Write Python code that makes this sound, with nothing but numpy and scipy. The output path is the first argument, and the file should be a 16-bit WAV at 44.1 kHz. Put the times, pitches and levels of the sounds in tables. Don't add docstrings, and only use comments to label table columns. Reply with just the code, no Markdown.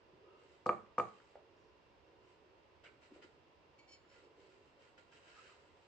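import sys
import numpy as np
from scipy import signal
from scipy.fft import rfft, irfft, next_fast_len
from scipy.io import wavfile

SR = 44100
rng = np.random.default_rng(int(sys.argv[2]) if len(sys.argv) > 2 else 0)


def bounce(signal):
    frames = np.transpose(np.atleast_2d(signal))
    limited = np.clip(frames, -1, 1)
    pcm = np.round(limited * 32767).astype(np.int16)
    wavfile.write(sys.argv[1], SR, pcm)


N = 258867

BAND_EDGES_HZ = np.geomspace(80, 10000, 9)
# time in seconds, level in dB, contact cut-off in Hz,
# relative force on the table in dB, scuff level in dB.
LANDINGS = [(0.6613, -23, 1190, 1.5, -56), (0.6918, -18, 2360, -3, -59), (0.982, -20, 1510, -2.5, -58),
            (0.9981, -22.5, 3100, -5.5, -60)]


def from_db(db):
    return 10 ** (np.asarray(db) / 20)


def unit_rms(x):
    return x / np.sqrt(np.mean(x ** 2) + 1e-20)


def at_hz(points, hz):
    freqs, values = np.transpose(points)
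    return np.interp(np.log(hz), np.log(freqs), values)


def butter(x, hz, kind, order=2):
    return signal.sosfilt(signal.butter(order, hz, kind, fs=SR, output="sos"), x + 1e-18)


def delayed(x, s):
    return np.interp(np.arange(N) - s * SR, np.arange(N), x, left=0)


def panned(x, db):
    return x * from_db([[db], [-db]])


def drift(per_s):
    knots = rng.standard_normal(int(N / SR * per_s) + 2)
    return unit_rms(np.interp(np.arange(N) / SR * per_s, np.arange(len(knots)), knots))


def impulse(s):
    return 1. * (np.arange(N) == round(s * SR))


def ring(force, hz, t60):
    r, w = from_db(-60 / (t60 * SR)), 2 * np.pi * hz / SR
    return signal.lfilter([0, np.sin(w)], [1, -2 * r * np.cos(w), r * r], force + 1e-18)


def modal_response(force, modes):
    return sum((-1) ** k * from_db(db) * ring(force, hz, t60) for k, (hz, db, t60) in enumerate(modes))


def resonate(x, peaks):
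    for hz, width_hz, db in peaks:
        x = x + (from_db(db) - 1) * signal.lfilter(*signal.iirpeak(hz, hz / width_hz, fs=SR), x)
    return x


def diffuse_noise(spectrum, size=N):
    # frequency in Hz, correlation of left and right from -1 to 1.
    coherence = [(50, 0), (130, 0.95), (300, 0.82), (550, 0.57), (1000, 0.09), (2000, 0.15), (4000, 0.15),
                 (8000, 0)]
    # frequency in Hz, left minus right level in dB.
    balance = [(50, -15.5), (100, -6), (250, -3), (600, -0.5), (1600, -3.5), (3000, -2), (8000, -3.5)]
    padded = next_fast_len(size, True)
    hz, sides = np.fft.rfftfreq(padded, 1 / SR) + 1, np.array([[1], [-1]])
    mid, side = rfft(rng.standard_normal((2, padded)))
    alike = np.clip(at_hz(coherence, hz), -1, 1)
    stereo = np.sqrt(1 + alike) * mid + np.sqrt(1 - alike) * side * sides
    colour = from_db(at_hz(spectrum, hz) + sides * at_hz(balance, hz) / 2) * (hz < BAND_EDGES_HZ[-1])
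    return unit_rms(irfft(colour * stereo, padded)[:, :size])


def stick_slip(grain_db, slips_per_s):
    return unit_rms(rng.standard_normal(N) * from_db(grain_db * drift(slips_per_s)))


def strokes(rows):
    t, power = np.arange(N) / SR, np.zeros((2, N))
    for middle, length, db, lift_db in rows:
        near = abs(t - middle) < 2 * length
        swell = np.exp(-abs(2 * (t[near] - middle) / length) ** 3)
        power[:, near] += from_db([[db], [db + lift_db]]) ** 2 * swell
    return np.sqrt(power)


def long_pull(db, lift_db=0):
    # time in seconds, relative friction level in dB.
    contour = [(5.079, -77), (5.108, -86), (5.124, -68), (5.176, -69.5), (5.198, -76.5), (5.28, -66),
               (5.386, -64.5), (5.494, -66), (5.74, -83)]
    times, levels_db = np.transpose(contour)
    level_db = np.interp(np.arange(N) / SR, times, levels_db, left=-np.inf, right=-np.inf)
    return from_db([[db], [db + lift_db]]) * from_db(level_db)


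def room_air(level_db=-67):
    # frequency in Hz, relative spectral density in dB.
    spectrum = [(15, -25), (30, -19.5), (75, -1.5), (130, -6), (215, -10), (330, -2), (440, -1),
                (700, -6.5), (1150, -10), (1700, -14), (2900, -15.5), (3800, -21), (5200, -25), (6300, -32),
                (9000, -42)]
    # resonance frequency in Hz, bandwidth in Hz, gain in dB.
    peaks = [(556.6, 6.4, 8), (926, 35, 6), (1007.5, 14, 10), (2735, 47, 7), (4990, 160, 3)]
    return from_db(level_db) * unit_rms(resonate(diffuse_noise(spectrum), peaks))


def reverberation(x, level_db=-4.5, gap_s=0.00078):
    # frequency in Hz, reverberation time in seconds.
    decay_times = [(100, 0.39), (300, 0.36), (700, 0.29), (1200, 0.33), (2500, 0.28), (8000, 0.37)]
    # frequency in Hz, relative level in dB.
    colour = [(100, 0.5), (250, -4), (450, -1.5), (800, 3), (1200, -5.5), (1800, 3.5), (2300, -4),
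              (4500, 1.5), (8000, -4)]
    t = np.arange(SR // 2) / SR
    noise, tail = diffuse_noise(colour, size=len(t)), 0
    for band in zip(BAND_EDGES_HZ, BAND_EDGES_HZ[1:]):
        t60 = at_hz(decay_times, np.sqrt(np.prod(band)))
        tail += butter(noise, band, "band") * from_db(-60 * t / t60)
    onset = np.clip(t / gap_s - 1, 0, 1)
    tail = unit_rms(tail * onset) / np.sqrt(len(t))
    return from_db(level_db) * signal.fftconvolve(x, tail, axes=1)[:, :N]


def low_rub():
    # midpoint in seconds, length in seconds, level in dB.
    rubs = [(0.266, 0.47, -69.5), (1.527, 0.34, -74), (2.168, 0.27, -70.5), (2.502, 0.34, -76),
            (2.867, 0.031, -67.5), (3.17, 0.037, -69), (3.298, 0.28, -76.5), (4.384, 0.35, -70),
            (5.515, 0.2, -73)]
    # mode frequency in Hz, relative level in dB, 60 dB decay time in seconds.
    modes = [(351, 0, 0.036), (420, 1, 0.043), (454, -3, 0.075), (556.6, -9, 0.045)]
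    hum = modal_response(stick_slip(grain_db=0.5, slips_per_s=90), modes)
    hum = unit_rms(butter(butter(hum, 390, "high"), 700, "low"))
    level, _ = strokes([(s, length, db, 0) for s, length, db in rubs])
    return panned(level * hum, -1.5)


def rubbed_wood(split_hz=900):
    # midpoint in seconds, length in seconds, level in dB, treble lift in dB.
    lid_slide = [(0.334, 0.17, -65.5, -6.5)]
    # mode frequency in Hz, relative level in dB, 60 dB decay time in seconds.
    wall_modes = [(487, 6.5, 0.065), (542, 1, 0.17), (1244, 15, 0.064), (1340, -12, 0.12),
                  (1585, -6, 0.035), (2160, -34, 0.023), (2786, 7.5, 0.035), (2820, -24.5, 0.011)]
    bass, treble = strokes(lid_slide) + long_pull(-22, lift_db=0.97)
    out = np.zeros((2, N))
    for hz, db, t60 in wall_modes:
        friction = rng.standard_normal((2, N)) * (bass if hz < split_hz else treble)
        out += from_db(db) * ring(friction, hz, t60) / np.sqrt(t60 * SR)
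    return out


def edge_rasps(band_ratio=1.075):
    # midpoint in seconds, length in seconds, level in dB, centre frequency in Hz.
    rasps = [(1.588, 0.035, -94, 6900), (1.633, 0.13, -89, 5340), (2.867, 0.035, -62.5, 1490),
             (2.869, 0.033, -68.5, 2280), (2.86, 0.043, -67.5, 2900), (3.236, 0.0089, -85, 6400),
             (4.44, 0.071, -86, 4350), (4.67, 0.034, -95, 7900), (5.175, 0.027, -70, 2900),
             (5.348, 0.058, -72, 1600), (5.381, 0.03, -63, 1280), (5.428, 0.18, -73, 2720),
             (5.438, 0.049, -75, 1540), (5.507, 0.033, -64, 1220)]
    out = np.zeros(N)
    for s, length, db, hz in rasps:
        level, _ = strokes([(s, length, db, 0)])
        friction = stick_slip(grain_db=4, slips_per_s=200)
        out += level * unit_rms(butter(friction, [hz / band_ratio, hz * band_ratio], "band"))
    return panned(out, -1.5)


def thread_snags(snags_per_s=450, spread_db=3):
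    # mode frequency in Hz, relative level in dB, 60 dB decay time in seconds.
    edge_modes = [(1360, -2, 0.079), (1600, 3, 0.034), (2590, -3, 0.03), (2780, -4, .025),
                  (3000, -3, 0.019)]
    sizes = from_db(spread_db * np.minimum(rng.exponential(1, N), 3)) * rng.standard_normal((2, N))
    releases = sizes * (rng.random(N) < snags_per_s / SR)
    scratching = unit_rms(butter(modal_response(releases, edge_modes), 1100, "high"))
    return long_pull(-5)[0] * scratching


def cloth_swishes(grain_db=2, slips_per_s=450, grip_db=1.5, grips_per_s=45):
    # midpoint in seconds, length in seconds, level in dB.
    swishes = [(0.477, 0.18, -80), (1.129, 0.16, -71.5), (1.29, 0.11, -90), (2.292, 0.084, -79),
               (2.844, 0.011, -58.5), (2.862, 0.03, -62.5), (3.046, 0.05, -72.5), (3.158, 0.058, -67.5),
               (3.239, 0.033, -59.5), (4.135, 0.053, -67.5), (4.177, 0.073, -68.5), (4.245, 0.026, -81),
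               (4.488, 0.19, -77.5), (4.665, 0.076, -87), (4.845, 0.096, -73), (4.988, 0.019, -61.5),
               (5.007, 0.025, -77), (5.81, .13, -83)]
    # frequency in Hz, relative spectral density in dB.
    spectrum = [(200, -32), (500, 6.5), (850, -10), (1300, -3), (2000, -4), (2700, -0.5), (3700, -17.5),
                (5000, -10), (6500, -18), (8000, -15.5), (9000, -46)]
    # frequency in Hz, bandwidth in Hz, gain in dB.
    box_peaks = [(1400, 19, 13), (1630, 29, 6.5), (1980, 160, 7), (3077, 84, 10.5), (3870, 270, 9.5),
                 (8100, 54, -10.5)]
    slips = from_db(grain_db * drift(slips_per_s) + grip_db * drift(grips_per_s))
    friction = unit_rms(resonate(diffuse_noise(spectrum) * slips, box_peaks))
    light_db, light_lift_db, dulling = -77, 7, 0.71
    rows = [(s, length, db, light_lift_db - dulling * (db - light_db)) for s, length, db in swishes]
    bass, treble = np.hypot(strokes(rows), long_pull(-5.5, lift_db=10))
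    dull = butter(friction, 4000, "low", order=1)
    return panned(bass * dull + treble * (friction - dull), 1)


def pot_rim(grain_db=3, slips_per_s=200, wander_rad=0.55, flutter_db=2, wanders_per_s=130):
    # midpoint in seconds, length in seconds, level in dB, place on the rim from 0 to 1.
    drags = [(3.791, 0.015, -64.5, 0), (3.826, 0.014, -74, 0), (3.893, 0.031, -61.5, 0.76),
             (3.927, 0.024, -55, 1), (4.115, 0.074, -75.5, 1), (4.243, 0.025, -77, 1)]
    # mode frequency in Hz, 60 dB decay time in seconds, gains in dB at places 0 and 1.
    modes = [(2272, .18, 2.5, -9), (2625, .1, -14, -17), (3076, .1, -13, -8.5), (4160, .1, -20, -19),
             (4435, .12, -9, -6.5), (5297, .14, -22, -9), (5373, .12, -22, -10.5), (5910, .1, -21, -22),
             (6654, .12, -27, -22), (7090, .13, -19, -16), (7130, .13, -18, -15)]
    t = np.arange(N) / SR
    level, _ = strokes([(s, length, db, 0) for s, length, db, _ in drags])
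    grip = level * unit_rms(from_db(grain_db * drift(slips_per_s)))
    times, _, _, places = np.transpose(drags)
    place = np.interp(t, times, places)
    out = from_db(-9.5) * butter(grip * rng.standard_normal((2, N)), [2500, 7500], "band")
    for hz, t60, first_db, last_db in modes:
        coupling_db = first_db + place * (last_db - first_db)
        drive = grip * from_db(coupling_db + flutter_db * drift(wanders_per_s))
        retained = from_db(-60 / (t60 * SR)) ** 2
        energy = signal.lfilter([1 - retained], [1, -retained], drive ** 2 + 1e-30)
        phase = 2 * np.pi * hz * t + wander_rad * drift(wanders_per_s)
        out += np.sqrt(2 * energy) * np.array([np.cos(phase), np.sin(phase)])
    return out


def box_bumps(ratio=1.48, decay_cycles=9.2, settle_s=0.0135, settle_db=-11):
    # time in seconds, level in dB, frequency of the strongest mode in Hz.
    bumps = [(0.133, -59.5, 160), (0.226, -60, 410), (0.863, -55.5, 2000), (1.202, -49.5, 1330),
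             (1.3552, -40, 576), (1.3586, -51.5, 1360), (3.1122, -54, 333), (3.1194, -46, 296),
             (3.146, -56, 320), (3.161, -47, 416), (3.167, -50.5, 384), (3.176, -51, 413),
             (3.246, -50, 344), (4.051, -57, 1300), (4.237, -52, 404), (4.382, -55.5, 378)]
    out = np.zeros(N)
    for s, db, hz in bumps:
        force = from_db(db) * (impulse(s) + from_db(settle_db) * impulse(s + settle_s))
        t60 = decay_cycles / hz
        modes = [(hz, 0, t60), (hz / ratio, -9, t60),
                 (hz * ratio ** 3, -19, t60 / 2), (hz * ratio, -8, t60)]
        out += modal_response(force, modes)
    return out


def lid_grit(crack_t60=0.0071, scuff_t60=0.088, scuff_lead_s=0.0025):
    # start in seconds, level in dB.
    cracks = [(0.6662, -40.5), (0.9873, -40.5)]
    bursts = [(s - scuff_lead_s, db, scuff_t60) for s, *_, db in LANDINGS]
    bursts += [(s, db, crack_t60) for s, db in cracks]
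    t = np.arange(N) / SR
    envelope = sum((t >= s) * from_db(db - 60 * abs(t - s) / t60) for s, db, t60 in bursts)
    return butter(rng.standard_normal((2, N)) * envelope, [1900, 7000], "band")


def landing_forces(graze_lead_s=0.00252, graze_db=-24):
    on_lid, on_table = np.zeros((2, N))
    for s, db, cutoff_hz, table_db, _ in LANDINGS:
        contact = impulse(s) + from_db(graze_db) * impulse(s - graze_lead_s)
        blow = from_db(db) * butter(contact, cutoff_hz, "low")
        on_lid += blow
        on_table += from_db(table_db) * blow
    return on_lid, on_table


def table_thud(force, lag_s=0.0014):
    # mode frequency in Hz, relative level in dB, 60 dB decay time in seconds.
    thud_modes = [(206, -4, 0.018), (311, -13.5, 0.028), (502, -7, 0.059), (533, -13.5, 0.014),
                  (758, -8, 0.024), (914, -20.5, 0.022)]
    lingering_modes = [(139, -31, .22), (190, -27, .22), (355, -18.5, .15), (410, -26, .13),
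                       (458, -24, .15), (590, -21, .15), (622, -27, .15), (679, -22.5, .14),
                       (816, -22.5, .13), (943, -30, .13), (1068, -28, .13), (1241, -22, .12)]
    thud = modal_response(force, thud_modes) + from_db(-1) * modal_response(force, lingering_modes)
    thud = delayed(butter(butter(thud, 180, "high"), 1900, "low"), lag_s)
    return np.array([butter(thud, 140, "high", order=1), thud])


def lid_clack(force, box_echo_s=0.00336, box_echo_db=-5):
    # mode frequency in Hz, relative level in dB, 60 dB decay time in seconds.
    modes = [(1066, -17, 0.085), (1168, -6.5, 0.036), (1239.6, -5.5, 0.044), (1583, -23, 0.054),
             (1700, -19.5, 0.014), (1885, -19.5, 0.022), (2225, -14, 0.038), (2316, -28.5, 0.052),
             (2740, -29, 0.035)]
    # delay in seconds, gain in dB.
    echoes = [(0.0241, -30), (0.0389, -21), (0.072, -28), (0.088, -29.5)]
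    direct = sum(from_db(db) * ring(force, hz, t60) for hz, db, t60 in modes)
    clack = direct + from_db(box_echo_db) * delayed(direct, box_echo_s)
    clack += sum(from_db(db) * delayed(direct, s) for s, db in echoes)
    clack = butter(butter(clack, 410, "high"), 3170, "low", order=8)
    return np.array([clack, butter(clack, 2800, "low", order=1)])


def scene():
    wood, air, pot = rubbed_wood(), room_air(), pot_rim()
    on_lid, on_table = landing_forces()
    clack = lid_clack(on_lid)
    handling = table_thud(on_table) + box_bumps() + lid_grit() + wood
    handling += cloth_swishes() + thread_snags() + low_rub() + edge_rasps()
    late_clack = from_db(-6) * np.array([delayed(side, 0.014) for side in clack])
    boxed_pot = from_db(-8) * pot
    return clack + handling + pot + reverberation(late_clack + handling + boxed_pot) + air


def record(dry):
    return signal.sosfilt(signal.ellip(10, .2, 70, 8700, fs=SR, output="sos"), dry)


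dry = scene()
out = record(dry)
bounce(out)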